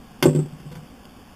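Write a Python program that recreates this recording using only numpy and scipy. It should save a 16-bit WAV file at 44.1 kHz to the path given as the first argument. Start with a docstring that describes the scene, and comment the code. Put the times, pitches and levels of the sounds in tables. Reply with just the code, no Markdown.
"""In a shed, heard through a small camera's microphone: a faint room rumble runs throughout, made of noise.
At 0.23 s a plywood block is knocked against others on a workbench: a sharp crack of noise and ringing edges,
then a rattle of duller knocks on ringing blocks, loose blocks clattering and the bench top booming below.
Two soft taps of a lifted block come among the last faint knocks, and a small dry tick at 1.05 s.
The camera samples at 8 kHz in companded steps and holds each sample, mirroring the sound up into the treble."""
import sys
import numpy as np
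from scipy import signal
from scipy.io import wavfile
from scipy.ndimage import uniform_filter1d

SR = 44100
rng = np.random.default_rng(int(sys.argv[2]) if len(sys.argv) > 2 else 0)


def unload_audio(sound):
    """Save the sound as a 16-bit wav file, at the path given as the first command line argument."""
    columns = np.transpose(np.atleast_2d(sound))
    # keep every value between -1 and 1, then stretch to whole-number steps
    steps = np.round(np.clip(columns, -1, 1) * 32767)
    wavfile.write(sys.argv[1], SR, steps.astype(np.int16))


def gain_from_db(level_db):
    """Turn a decibel level (scalar or array-like) into a linear amplitude factor."""
    decades = np.asarray(level_db, float) / 20
    return 10 ** decades


N = 59535  # length in samples, 1.35 s


def read(points, hz):
    """Reads a spectrum table on a log-frequency axis."""
    f, value = np.transpose(points)
    return np.interp(np.log(hz + 1), np.log(f + 1), value)


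def add(mix, start_s, sound):
    """Mixes a sound in at a start time, cut off at the end of the mix."""
    part = mix[round(start_s * SR):][:len(sound)]
    part += sound[:len(part)]


def high_pass(x, order, cut_hz):
    """Butterworth high-pass: weakens the sound below the cut."""
    return signal.sosfilt(signal.butter(order, cut_hz, "high", fs=SR, output="sos"), x)


def coloured(spectrum, patchy_db):
    """Noise of rms 1 from random short-time spectra with drifting patches."""
    frames = N // 256 + 5
    hz = np.fft.rfftfreq(1024, 1 / SR)
    real, imaginary, patches = rng.standard_normal((frames, 513, 3)).T
    patches = uniform_filter1d(patches, 6, 0)  # smooth over frequency
    patches = uniform_filter1d(patches, 10, 1)  # and over time
    gain_db = read(spectrum, hz)[:, None] + patchy_db * patches / patches.std()
    noise = signal.istft((real + 1j * imaginary) * gain_from_db(gain_db), nperseg=1024, noverlap=768)[1][:N]
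    return noise / noise.std()


def ring(modes, contact_ms):
    """Dying modes pushed by a soft contact: a longer contact sounds duller."""
    t = np.arange(SR // 2) / SR
    body = sum(gain_from_db(db - 60 * t / t60) * np.sin(2 * np.pi * hz * t) for hz, db, t60 in modes)
    phase = np.arange(0, 1, 1000 / (max(contact_ms, 0.05) * SR))
    push = np.sin(np.pi * phase) ** 2 + 1e-9
    return signal.fftconvolve(body, push / push.sum())


# Spectrum of the room's rumble. Each row: frequency in Hz, relative level in dB per Hz.
RUMBLE_SPECTRUM = [(15, -36), (25, -12.5), (49, 0.5), (122, -11.5), (246, 2), (292, -13.5), (612, -14.5),
                   (667, -25), (710, -9.5), (935, -19), (1130, -15), (1210, -21.5), (1660, -20.5),
                   (1920, -26.5), (3000, -21.5), (3550, -22.5), (3950, -35), (5140, -69), (8690, -120)]


def rumble():
    """The room's faint rumble: steady noise, mostly low, with slightly drifting patches."""
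    return gain_from_db(-45) * coloured(RUMBLE_SPECTRUM, patchy_db=1)


# Wood striking wood on the workbench.
# Each row: start in seconds, knock level in dB, contact time in ms, crack level in dB.
KNOCKS = [(0.2251, -20.5, 1.23, -16.5), (0.2288, -23.5, 0.36, -20.5), (0.2355, -18.5, 2.1, -22),
          (0.2383, -23.5, 4.4, -28), (0.2553, -9.5, 1.11, -39), (0.2579, -10.5, 2.56, -30.5),
          (0.2612, -18, 2.5, -32), (0.2614, -22.5, 0.66, -41), (.2665, -25, .5, -46),
          (0.2697, -12.5, 3.23, -50), (0.2814, -12, 2.31, -48), (0.287, -22.5, 4.4, -37.5),
          (.2960, -34, 0.47, -46), (0.309, -26, 2.9, -52), (0.3305, -35.5, 1.2, -44),
          (0.3478, -16.5, 2.5, -41.5), (.3530, -34, 1.9, -45.5), (0.3587, -14.5, 3.4, -40),
          (0.3702, -28, 1.6, -52), (0.3872, -18, 3.6, -47), (0.3894, -12.5, 3.7, -48.5),
          (.3950, -40, 1.8, -47), (.4014, -33, 1.6, -50), (0.4254, -22.5, 4.57, -55),
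          (0.4571, -36, 2.05, -56), (0.6, -44, 3, -51), (0.631, -45, 2.4, -61), (.6560, -45.5, 1.6, -58),
          (0.724, -61, 1, -46), (.7680, -50, 1.2, -47.5), (.7160, -50, 0.86, -45.5),
          (.7520, -52, 1.5, -42.5), (0.758, -45.5, 1.7, -43)]
# Modes of the plywood blocks. Each row: frequency in Hz, relative level in dB, t60 in seconds.
BLOCK_MODES = [(249.1, -6.5, 0.21), (288.8, -10.5, .18), (365, 6, 0.055), (385.9, -7, 0.16),
               (497.6, -3.5, 0.18), (569.6, -5, .13), (437, -12, 0.071), (770, -7.5, 0.074),
               (848, -27, 0.065), (947, -8.5, 0.15), (1098, -11.5, 0.13)]


def knocked_blocks():
    """Each knock rings the modes of the blocks, duller the longer the contact lasts."""
    out = np.zeros(N)
    for start_s, knock_db, contact_ms, _ in KNOCKS:
        add(out, start_s, gain_from_db(knock_db) * ring(BLOCK_MODES, contact_ms))
    return out


# Short high modes of the struck edge. 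Each row: frequency in Hz, relative level in dB, t60 in seconds.
EDGE_MODES = [(1531, -5.5, 0.068), (2127, -6.5, 0.036), (2735, -4, 0.039), (3420, -6.5, 0.072)]
# Spectrum of the crack's noise. Each row: frequency in Hz, relative level in dB per Hz.
CRACK_SPECTRUM = [(290, -33), (500, -1.5), (1290, -11.5), (1530, -11.5), (2630, -13.5), (3280, -12),
                  (3900, -11.5), (5070, -70), (8580, -120)]


def crack():
    """Each knock rings the struck edge and throws a burst of noise, with a softer, longer tail in the shed."""
    rise_s, crack_t60_s = 0.00097, 0.044
    shed_db, shed_t60_s = -13.5, 0.23  # the tail's level is relative to the crack
    t = np.arange(SR // 2) / SR
    decay = gain_from_db(-60 * t / crack_t60_s) + gain_from_db(shed_db - 60 * t / shed_t60_s)
    shape = np.minimum(t / rise_s, 1) * decay
    edge, power = np.zeros(N), np.zeros(N)
    for start_s, _, _, crack_db in KNOCKS:
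        add(edge, start_s, gain_from_db(crack_db) * ring(EDGE_MODES, contact_ms=0.25))
        add(power, start_s, (gain_from_db(crack_db) * shape) ** 2)
    return edge + np.sqrt(power) * coloured(CRACK_SPECTRUM, patchy_db=3.0)


# Spectrum of the loose blocks' clatter. Each row: frequency in Hz, relative level in dB per Hz.
CLATTER_SPECTRUM = [(450, -23), (720, -5.5), (800, 1), (980, -1.5), (1180, -6.5), (1400, -19.5),
                    (2200, -31)]


def clatter():
    """Each knock shakes the loose blocks into a short woody rattle of noise, weaker for a long contact."""
    level_db, t60_s, rise_s = -20, 0.097, 0.004  # level relative to the knock
    t = np.arange(SR // 2) / SR
    shape = np.minimum(t / rise_s, 1) * gain_from_db(level_db - 60 * t / t60_s)
    power = np.zeros(N)
    for start_s, knock_db, contact_ms, _ in KNOCKS:
        shake = gain_from_db(knock_db) / max(contact_ms, 1)
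        add(power, start_s, (shake * shape) ** 2)
    return np.sqrt(power) * coloured(CLATTER_SPECTRUM, patchy_db=1.5)


# Pushes that swell the bench's low boom. Each row: push time in seconds, level in dB, base t60 in seconds.
PUSHES = [(0.2281, -10.5, 0.41), (.2380, -29, 0.11), (0.258, -5.5, 0.42), (0.27, -11, 0.13),
          (0.28, -12, 0.041), (0.3327, -24.5, 0.27), (0.352, -9.5, .29), (.3636, -12, 0.11),
          (0.3836, -9.5, 0.074), (0.4113, -19, .06), (0.4396, -22.5, 0.23), (0.5196, -26.5, 0.18),
          (0.5272, -32.5, 0.095), (0.5896, -32.5, 0.16), (0.6486, -29.5, 0.14), (0.656, -29, 0.35),
          (0.704, -29, 0.13), (.7500, -31.5, 0.25), (0.7568, -35, 0.16), (0.7741, -24.5, 0.14),
          (0.82, -29, 0.062)]
# Modes of the bench top. Each row: frequency in Hz, relative level in dB, share of the push's base t60.
BENCH_MODES = [(151.6, 0.6, 1), (680, -26, .8)]


def bench():
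    """The bench top booms under every push, damped more or less by hands and load."""
    delay_s = 0.00084  # small delay that keeps the boom in step with the knocks after the low cut
    out = np.zeros(N)
    for push_s, db, t60 in PUSHES:
        modes = [(hz, mode_db, share * t60) for hz, mode_db, share in BENCH_MODES]
        add(out, push_s + delay_s, gain_from_db(db) * ring(modes, contact_ms=4.0))
    return high_pass(out, 2, 120)  # the bench radiates poorly below its ring


# The lifted block brushing its neighbour. Each row: start in seconds, level in dB.
TAPS = [(.713, -40.5), (.7527, -44)]
# Modes of the block held in the hand. Each row: frequency in Hz, relative level in dB, t60 in seconds.
LIFTED_MODES = [(497, -1, 0.47), (975, -5, 0.21)]


def lifted_block():
    """Two soft taps ring the modes of the block held in the hand."""
    out = np.zeros(N)
    for start_s, db in TAPS:
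        add(out, start_s, gain_from_db(db) * ring(LIFTED_MODES, contact_ms=0.91))
    return out


# Modes of the small dry tick. Each row: frequency in Hz, level in dB, t60 in seconds.
TICK_MODES = [(2930, -40.5, 0.026), (3300, -36, 0.019)]


def tick():
    """One very short high ring from a brief contact."""
    out = np.zeros(N)
    add(out, 1.0535, ring(TICK_MODES, contact_ms=0.3))
    return out


def scene():
    """Rumble, knocked blocks with their crack, clatter, bench, lifted block and tick, as one channel."""
    small = high_pass(knocked_blocks() + crack(), 2, 125)  # the blocks move little air below this
    # low cut on blocks and bench together: little deep bass in the wood
    wood = high_pass(small + bench(), 3, 115)
    return (rumble() + wood + clatter() + lifted_block() + tick())[None]


def low_pass(x):
    """Removes everything above the highest recorded frequency."""
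    return signal.sosfilt(signal.butter(12, 16590, fs=SR, output="sos"), x)


def record(dry):
    """The small camera samples at 8 kHz in companded steps, holds each sample and limits the band."""
    antialias_hz, edge_hz = 3723, 15300
    mu, steps = 255, 200  # companding curve, and steps on each side of zero
    x = signal.sosfilt(signal.cheby1(6, 0.5, antialias_hz, fs=SR, output="sos"), dry)
    x = np.clip(signal.resample_poly(x, 80, 441, axis=1), -1, 1)  # to 8 kHz
    # logarithmic steps: fine for quiet sound, coarse for loud
    code = np.round(steps * np.log1p(mu * abs(x)) / np.log1p(mu))
    stepped = np.sign(x) * np.expm1(code / steps * np.log1p(mu)) / mu
    # each sample held four times, at 32 kHz: mirror images appear above 4 kHz
    held = np.repeat(stepped, 4, axis=1)
    x = signal.resample_poly(held, 441, 320, axis=1)[:, :N]
    band_limit = signal.firwin(511, edge_hz, window=("kaiser", 4), fs=SR)
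    mix = signal.oaconvolve(x, band_limit[None], "same")
    return low_pass(mix)


dry = scene()
out = record(dry)
unload_audio(out)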